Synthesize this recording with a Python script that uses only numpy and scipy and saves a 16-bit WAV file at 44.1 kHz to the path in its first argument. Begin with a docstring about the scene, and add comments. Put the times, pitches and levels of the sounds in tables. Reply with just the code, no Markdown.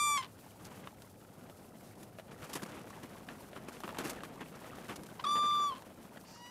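"""Crane on a windy bog

A crane's syrinx membrane sounds two loud, nearly pure calls that sag and break up as the air runs out,
then a faint lower one. Shrubs scatter a little of each call back. Close by, a hand-held camera is
rubbed and tapped. Wind buffets the microphone and hisses in the heather."""
import sys
import numpy as np
from scipy import signal
from scipy.fft import rfft, irfft
from scipy.io import wavfile
from scipy.ndimage import uniform_filter1d, map_coordinates

SR = 44100
rng = np.random.default_rng(int(sys.argv[2]) if len(sys.argv) > 2 else 0)


def put_to_file(sound):
    """Save the sound as 16-bit audio at rate SR, in the file named by the first command-line argument."""
    columns = np.atleast_2d(sound).T  # one column per channel
    safe = np.clip(columns, -1, 1)
    whole_steps = np.round(safe * 32767)
    wavfile.write(sys.argv[1], SR, whole_steps.astype(np.int16))


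N = 286650
T = np.arange(N) / SR

# Voice courses: (time [s], pitch [Hz], level [dB], overtone gain [dB], roughness [-])
FAINT_CALL = [(6.25, 907, -68, -3, 0.84), (6.29, 888, -66, -10, 0.65), (6.35, 942, -64, -3, 0.3),
              (6.39, 954, -58, -7, 0.1), (6.45, 971, -57, 1.5, 0.1), (6.5, 978, -58.5, 0.5, .04)]
SECOND_VOICE = [(0, 983, -52.5, -17, 0), (.052, 950, -59, -1, 0), (.068, 898, -52.5, -3, 0.2),
                (.1, 887, -52, -5, 0.05), (.15, 860, -56, 3, 0), (.17, 850, -64, 2, .2)]  # other side of the syrinx, under the first call
# Croaks around the clean tone:
# (start [s], length [s], pitch [Hz], level [dB], overtone gain [dB], roughness [-])
CROAKS = [(.172, 0.015, 1099, -36, 3, 0.87), (0.22, 0.049, 1016, -47, 2, 1.08),
          (5.193, .021, 1020, -39, -2, .7), (5.239, .017, 1173, -31.5, -2.5, .35),
          (5.747, 0.056, 1030, -51, -3, .9)]
# Partials of each voice: (harmonic [-], relative level [dB])
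FIRST_PARTIALS = [(1, 0), (2, -6), (3, -8), (4, -16), (5, -14), (6, -9), (7, -11), (8, -21), (9, -15),
                  (10, -20), (11, -29)]
SECOND_PARTIALS = [(1, 0.5), (2, -10), (3, -19)]
LONG_PARTIALS = [(1, 0), (2, -29), (3, -10), (4, -23), (5, -26), (6, -27), (7, -40), (8, -31), (9, -36),
                 (10, -40)]
FAINT_PARTIALS = [(1, 0), (2, -4), (3, -3), (4, -14), (5, -10), (6, -11), (7, -17), (8, -15), (9, -21)]
CROAK_PARTIALS = [(1, 0.5), (2, -11.5), (3, -7.5), (4, -15), (5, -19.5), (6, -22), (7, -26), (9, -27)]

# Taps on the camera: (time [s], blow level [dB], treble level [dB], knock pitch [Hz])
TAPS = [(0.873, -25, -32, 1090), (1.021, -33.5, -3, 1440), (1.498, -33, -18, 627), (2.186, -29, -23, 623),
        (2.197, -29, -19, 650), (2.721, -34, -24, 636), (3.288, -23.5, -24, 1670), (3.531, -31, -25, 610),
        (3.804, -32.5, -2.5, 810), (3.836, -23, -27, 1180), (3.878, -25.5, -27, 1030),
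        (3.891, -24, -31, 1190), (3.971, -26.5, -23, 912), (4.206, -27.5, -25, 1630),
        (4.235, -23, -14, 1160), (4.645, -32.5, -16, 625), (4.785, -31, -25, 770), (5.822, -36, -6, 918),
        (6.16, -34.5, -23, 600)]
# Housing resonances: (centre [Hz], width [Hz], gain [dB])
HOUSING_MODES = [(686, 450, -1), (1200, 540, 1), (1680, 420, 2.5), (2800, 490, -2), (3800, 990, -10)]
# Firm rubs of hand and sleeve: (start [s], length [s], body level [dB], scrape level [dB])
RUBS = [(0.643, .03, -58, -54.5), (0.693, 0.1, -56, -66), (1.825, 0.096, -69, -63),
        (2.028, 0.012, -60, -50.5), (2.31, 0.023, -49.5, -59), (2.412, 0.057, -47.5, -57),
        (2.489, .04, -49, -54), (2.531, 0.017, -49, -40.5), (2.551, 0.021, -39.5, -42),
        (2.616, 0.019, -45, -55), (2.63, .009, -43, -47), (2.659, .012, -47, -59), (2.716, 0.05, -51, -65),
        (3.028, 0.019, -46, -58.5), (3.278, 0.067, -53.5, -63), (3.555, 0.027, -44.5, -62),
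        (3.681, 0.017, -45, -54.5), (3.715, 0.059, -57, -57.5), (3.836, .022, -42, -67),
        (3.943, .014, -46.5, -65), (3.983, 0.012, -37, -37), (3.994, 0.03, -40, -51),
        (4.035, 0.056, -40.5, -47.5), (4.094, .016, -49, -42), (4.238, 0.021, -45, -59),
        (4.403, 0.028, -41.5, -62), (4.883, 0.045, -41, -53.5), (4.956, 0.011, -51, -43),
        (5.032, 0.01, -53.5, -52), (5.351, 0.025, -39.5, -64), (5.437, 0.032, -46, -66),
        (6.17, 0.01, -45.5, -58.5)]

# Wind strength, before each layer's gain: (time [s], buffet level [dB], rustle level [dB])
GUSTS = [(0.3, -58, -73), (0.44, -58, -70), (0.82, -53.5, -65.5), (1.06, -59, -73), (1.25, -58.5, -73.5),
         (1.65, -56, -72), (2.13, -57.5, -74), (2.63, -52, -61), (3.3, -54.5, -67), (3.63, -54.5, -67),
         (4.06, -48, -58.5), (4.39, -53, -67), (4.82, -52, -60.5), (5.01, -52.5, -67), (5.57, -52.5, -59),
         (5.89, -55.5, -68.5), (6.05, -55.5, -69), (6.5, -59.5, -70)]
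# Drone of distant air: (time [s], level [dB])
DRONE_LEVEL = [(0, -62), (1.3, -63.5), (2.6, -63.5), (4, -70.5), (6.5, -69.5)]
# Noise spectra: (frequency [Hz], relative density [dB])
BODY_SPECTRUM = [(50, -14), (130, 4), (220, 8.5), (400, 5.5), (750, -4.5), (1200, -1), (2000, -7.5),
                 (3000, -8.5), (4500, -20.5), (9000, -30)]
SCRAPE_SPECTRUM = [(1500, -5.5), (3500, -2.5), (6000, -1), (9000, -3), (12000, -3.5), (15500, -17)]
BUFFET_SPECTRUM = [(20, -32), (45, -9.5), (90, -8.5), (140, -2.5), (190, 1), (270, -2), (380, -5.5),
                   (560, -6), (750, -9), (1100, -20), (1500, -25)]
RUSTLE_SPECTRUM = [(400, -4), (800, 0.5), (1300, 2), (2000, -4.5), (3000, -7), (4500, -16), (8000, -23.5)]
HISS_SPECTRUM = [(2000, -11), (4000, -1), (6500, -1), (9000, 1), (12000, 1), (14000, -2), (16000, -4.5)]
DRONE_SPECTRUM = [(25, -24), (50, -17), (80, -7), (105, 3), (135, -4.5), (220, -18)]

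CALL_HZ = 1193  # at full pressure
SCOOP_HZ, SCOOP_S = 85, .0169  # quick rise into pitch
TIGHTEN_HZ, TIGHTEN_S = 16, .09  # slower rise
SAG_HZ, SAG_S = 73.2, .032  # air runs out
BREAK_HZ, SLIDE_HZ_PER_S, SLIDE_S = 37.8, 1420, .049  # voice drops, slides away
RATTLE_HZ, RATTLE_DB, RATTLE_ROUGH, RATTLE_S = 46.2, 4, .159, .046  # until the membrane settles
EDGE_S = .0023  # voice on/off


def crane():
    """Two loud calls, croaks and a faint call; little sounds below the fundamental."""
    first_call = call_course(start_s=-.3, break_s=.174, db=-33.5, loss_db_per_hz=-.0069, fade_db_per_s=286)
    long_call = call_course(start_s=5.249, break_s=5.7, db=-30.5, loss_db_per_hz=.0758, fade_db_per_s=7)
    voice = syrinx(first_call, FIRST_PARTIALS, waver_db=3.5, rasp_db=-5)
    voice += syrinx(SECOND_VOICE, SECOND_PARTIALS, waver_db=1.5, rasp_db=-15)
    voice += syrinx(long_call, LONG_PARTIALS, waver_db=7, rasp_db=-11.5)
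    voice += sum(croak(*row) for row in CROAKS)
    voice += syrinx(FAINT_CALL, FAINT_PARTIALS, waver_db=2, rasp_db=-4)
    return signal.sosfilt(signal.butter(6, 760, "high", fs=SR, output="sos"), voice)


def call_course(start_s, break_s, db, loss_db_per_hz, fade_db_per_s):
    """The membrane tightens, holds, sags and breaks; slack makes it lower, duller and rougher."""
    time_s = np.arange(start_s, break_s + SLIDE_S, 1 / SR)
    age_s = time_s - start_s
    left_s, broken_s = np.maximum(break_s - time_s, 0), np.maximum(time_s - break_s, 0)
    slack_hz = SCOOP_HZ * np.exp(-age_s / SCOOP_S) + TIGHTEN_HZ * np.exp(-age_s / TIGHTEN_S)
    slack_hz += SAG_HZ / (1 + left_s / SAG_S)
    slack_hz += BREAK_HZ * (broken_s > 0) + SLIDE_HZ_PER_S * broken_s
    unsettled = np.exp(-age_s / RATTLE_S)
    level_db = db - loss_db_per_hz * slack_hz - fade_db_per_s * broken_s
    level_db += RATTLE_DB * unsettled * np.cos(2 * np.pi * RATTLE_HZ * age_s)
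    level_db -= 20 * np.exp(-np.minimum(age_s, time_s[-1] - time_s) / EDGE_S)
    bright_db = 1.7 - 5 * np.tanh(slack_hz / 36)
    rough = .0089 + .296 * np.tanh(slack_hz / 100) ** 3 + RATTLE_ROUGH * unsettled
    return np.column_stack([time_s, CALL_HZ - slack_hz, level_db, bright_db, rough])


def syrinx(course, partials, waver_db, rasp_db, jitter=.058, shimmer=.55, tremor=.00068, flutter_db=2.5):
    """A membrane beats at one clean pitch and flutters chaotically at low pressure."""
    hz, db, bright_db, rough = curves(course)
    on = (T >= course[0][0]) & (T <= course[-1][0])
    wobble = 1 + jitter * rough * walk(700) + tremor * walk(150)
    phase = 2 * np.pi * np.cumsum(hz * wobble)[on] / SR
    rough = np.clip(rough[on], 0, 1)
    sag_octaves = np.log2(hz.max() / hz[on])
    wave = 0
    for k, base_db in partials:
        partial_db = base_db + (k > 1) * bright_db[on]
        partial_db -= 5 * sag_octaves * max(k - 3, 0)  # softer closure dulls the top
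        air_drift = np.tanh(walk(18) + .5 * walk(70))[on]
        partial_db += min(k / 6, 1) ** 2 * waver_db * air_drift  # short waves waver most
        partial_db += flutter_db * np.minimum(5 * rough, 1) * np.tanh(walk(200)[on])
        wave += undb(partial_db) * np.sin(k * phase + rng.uniform(0, 2 * np.pi))
    breath = noise([(1000, 2), (1600, 4), (3600, 3.5), (5000, -7), (9000, -15), (14000, -17)])[on]
    wave += undb(rasp_db) * rough * breath * (1 + np.cos(phase))  # one puff per beat
    uneven = shimmer * walk(500)[on] + .5 * np.sin(phase / 2)  # strong and weak beats alternate
    wave *= (1 + rough * uneven) / np.sqrt(1 + .46 * rough ** 2)
    out = np.zeros(N)
    out[on] = np.sqrt(2) * undb(db[on]) * wave
    return out


def croak(start_s, length_s, hz, db, bright_db, rough, fade_db=15.5):
    """Low pressure: an abrupt, hoarse note dies away; the brighter it is, the more air rasps through."""
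    age_s = np.arange(0, length_s, 1 / SR)
    level_db = db - 20 * np.exp(-age_s / EDGE_S) - fade_db * (age_s / length_s) ** 2
    course = np.column_stack(np.broadcast_arrays(start_s + age_s, hz, level_db, bright_db, rough))
    return syrinx(course, CROAK_PARTIALS, waver_db=5.5, rasp_db=bright_db - 8)


def wheeze(db=-60):
    """A thin hiss opens the faint call."""
    swell = np.interp(T, [6.24, 6.29, 6.36, 6.43], [0, .9, 1, .24])
    return undb(db) * swell * noise([(3600, -21), (4400, 5), (5800, 2), (7500, -5), (9500, -20)])


def shrub_echo(voice, gain_db=-21, t60_s=.18):
    """Shrubs and pines scatter back a short, diffuse tail."""
    tail = noise([(500, 13.5), (1500, -3), (4000, -19), (12000, -10)]) * undb(-60 * T / t60_s)
    return undb(gain_db) * signal.fftconvolve(voice, tail / np.linalg.norm(tail))[:N]


def taps(rattle=.088, rattle_t60_s=.048, shell_db=-1, knock_db=-6, tick_db=1):
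    """Each tap is one push: a pitched knock, a brief rattle of the housing and a tick."""
    shell, knocks, ticks = np.zeros((3, N))
    age_s = T[:SR // 25]
    for time_s, db, treble_db, hz in TAPS:
        span = slice(int(time_s * SR), int(time_s * SR) + len(age_s))
        chatter = rattle * rng.standard_normal(len(age_s)) * undb(-60 * age_s / rattle_t60_s)
        blow = undb(db) * ((age_s == 0) + chatter)
        shell[span] += undb(shell_db) * blow
        knocks[span] += undb(db + knock_db) * knock(hz, decay_cycles=1.94)
        ticks[span] += undb(treble_db + tick_db) * blow
    return housing(shell) + knocks + colour(ticks, SCRAPE_SPECTRUM)


def housing(x):
    """The plastic shell rings in a few broad modes; unit power gain for white noise."""
    def ring(push):
        return sum((-1) ** k * undb(db) * signal.lfilter(*signal.iirpeak(hz, hz / width_hz, SR), push)
                   for k, (hz, width_hz, db) in enumerate(HOUSING_MODES))
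    return ring(x) / np.linalg.norm(ring(signal.unit_impulse(SR // 10)))


def knock(hz, decay_cycles):
    """A small stiff part is plucked and rings briefly."""
    cycles = hz * T[:SR // 25]
    return np.sin(2 * np.pi * cycles) * (1 - np.exp(-2 * cycles)) * np.exp(-cycles / decay_cycles)


def rubs(catch_share=.27, creak_db=-5, judder_db=1.9):
    """Skin and cloth catch, then slip in tiny steps: the camera rumbles and creaks, its skin scrapes."""
    body, surface = np.zeros((2, N))
    for start_s, length_s, body_db, scrape_db in RUBS + brushes():
        progress = (T - start_s) / length_s
        stroke = np.clip(progress / catch_share, 0, 1) * np.exp(-np.minimum(progress ** 2, 20))
        body += undb(body_db) * stroke
        surface += undb(scrape_db) * stroke
    rumble = colour(body * grains(per_s=6000, spread_db=-1), BODY_SPECTRUM)
    creak = undb(creak_db) * body * creaks(per_s=450, decay_cycles=1.56, spread_db=6)
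    slips = surface * undb(judder_db * walk(140)) * grains(per_s=7000, spread_db=1.6)
    return rumble + creak + colour(slips, SCRAPE_SPECTRUM)


def brushes(per_s=9, mean_length_s=.0087, body_gain_db=5.5, scrape_gain_db=3.5, spread_db=3):
    """Light rubs at random times, growing with the rustle; rows as in RUBS."""
    _, rustle_db = curves(GUSTS)
    when, length, body, scrape = rng.random((int(per_s * N / SR), 4)).T
    at = (when * N).astype(int)
    body_db = rustle_db[at] + body_gain_db + spread_db * (2 * body - 1)
    scrape_db = rustle_db[at] + scrape_gain_db + spread_db * (2 * scrape - 1)
    return list(zip(T[at], mean_length_s * (.5 + length), body_db, scrape_db))


def creaks(per_s, decay_cycles, spread_db):
    """Many little knocks of random pitch (800-3200 Hz) and size; rms 1."""
    out = np.zeros(N + SR // 25)
    for when, pitch, size in rng.random((int(per_s * N / SR), 3)):
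        at = int(when * N)
        gain = undb(spread_db * size ** 2 - 4 * pitch)
        out[at:at + SR // 25] += gain * knock(800 * 2 ** (2 * pitch), decay_cycles)
    return unit(out[:N])


def wind(buffet_gain_db=.5):
    """Eddies buffet the microphone and stir the heather over a drone of distant air."""
    buffet_db, rustle_db = curves(GUSTS)
    hiss_db = -67 + .11 * (rustle_db - rustle_db.mean()) + .62 * walk(7.1)
    flutter_db = 1.47 * walk(45)
    drone = noise(DRONE_SPECTRUM) * undb(curves(DRONE_LEVEL)[0])
    buffet = noise(BUFFET_SPECTRUM) * undb(buffet_db + buffet_gain_db + flutter_db)
    return drone + buffet + heather(rustle_db, hiss_db, flutter_db)


def heather(rustle_db, hiss_db, flutter_db, rustle_gain_db=5, twig_gain_db=1, stalk_gain_db=-6):
    """Dry heather rustles, twigs creak and stalks tick under a fine hiss."""
    rustle = colour(grains(per_s=5000, spread_db=.8), RUSTLE_SPECTRUM)
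    rustle *= undb(rustle_db + rustle_gain_db + flutter_db + 2.3 * walk(90))
    twigs = creaks(per_s=170, decay_cycles=4.4, spread_db=31) * undb(rustle_db + twig_gain_db)
    stalks = colour(grains(per_s=400, spread_db=-1.5), SCRAPE_SPECTRUM) * undb(rustle_db + stalk_gain_db)
    hiss = colour(grains(per_s=27000, spread_db=-.5), HISS_SPECTRUM) * undb(hiss_db + 2.62 * walk(60))
    return rustle + twigs + stalks + hiss


def grains(per_s, spread_db):
    """Random clicks of unequal size; rms 1."""
    clicks = (rng.random(N) < per_s / SR) * rng.standard_normal(N)
    return unit(clicks * undb(spread_db * np.minimum(rng.exponential(size=N), 4)))


def walk(rate_hz):
    """Random steps, smoothed twice; rms 1."""
    hold = max(int(SR / rate_hz), 2)
    steps = np.repeat(rng.standard_normal(N // hold + 1), hold)[:N]
    return unit(uniform_filter1d(uniform_filter1d(steps, hold), hold))


def noise(spectrum):
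    """Gaussian noise shaped by (frequency [Hz], relative density [dB]) points."""
    return colour(rng.standard_normal(N), spectrum)


def colour(x, spectrum):
    """Minimum-phase filter through (frequency [Hz], level [dB]); unit power gain for white noise."""
    hz, db = np.transpose(spectrum)
    log_hz = np.log(np.maximum(np.arange(N // 2 + 1) * SR / N, 1))
    outside = np.maximum(np.log(hz[0]) - log_hz, 0) + np.maximum(log_hz - np.log(hz[-1]), 0)
    gain = unit(undb(np.interp(log_hz, np.log(hz), db) - 20 * outside))
    cepstrum = irfft(np.log(gain), N)
    cepstrum[1:N // 2] *= 2
    cepstrum[N // 2 + 1:] = 0
    return irfft(rfft(x) * np.exp(rfft(cepstrum)), N)


def curves(rows):
    """Columns after time, interpolated per sample."""
    time_s, *columns = np.transpose(rows)
    return [np.interp(T, time_s, column) for column in columns]


def undb(db):
    """Decibels to gain."""
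    return 10 ** (np.asarray(db) / 20)


def unit(x):
    """Scale to rms 1."""
    return x / np.sqrt(np.mean(x ** 2))


def scene(pan_db=1.17, pan_below_hz=1500, right_lag_s=1e-6):
    """Two microphone ports hear one sound; the left leads, with slightly more bass and middle."""
    calls = crane()
    mono = calls + shrub_echo(calls) + wheeze() + wind() + rubs() + taps()
    low = signal.sosfiltfilt(signal.butter(3, pan_below_hz, fs=SR, output="sos"), mono)
    left = mono + low * (undb(pan_db / 2) - 1)
    right = mono + low * (undb(-pan_db / 2) - 1)
    return np.array([left, map_coordinates(right, [(T - right_lag_s) * SR], mode="mirror")])


def record(dry, top_hz=15550):
    """The camera cuts the top treble."""
    return signal.sosfilt(signal.ellip(10, .2, 80, top_hz, fs=SR, output="sos"), dry)


dry = scene()
out = record(dry)
put_to_file(out)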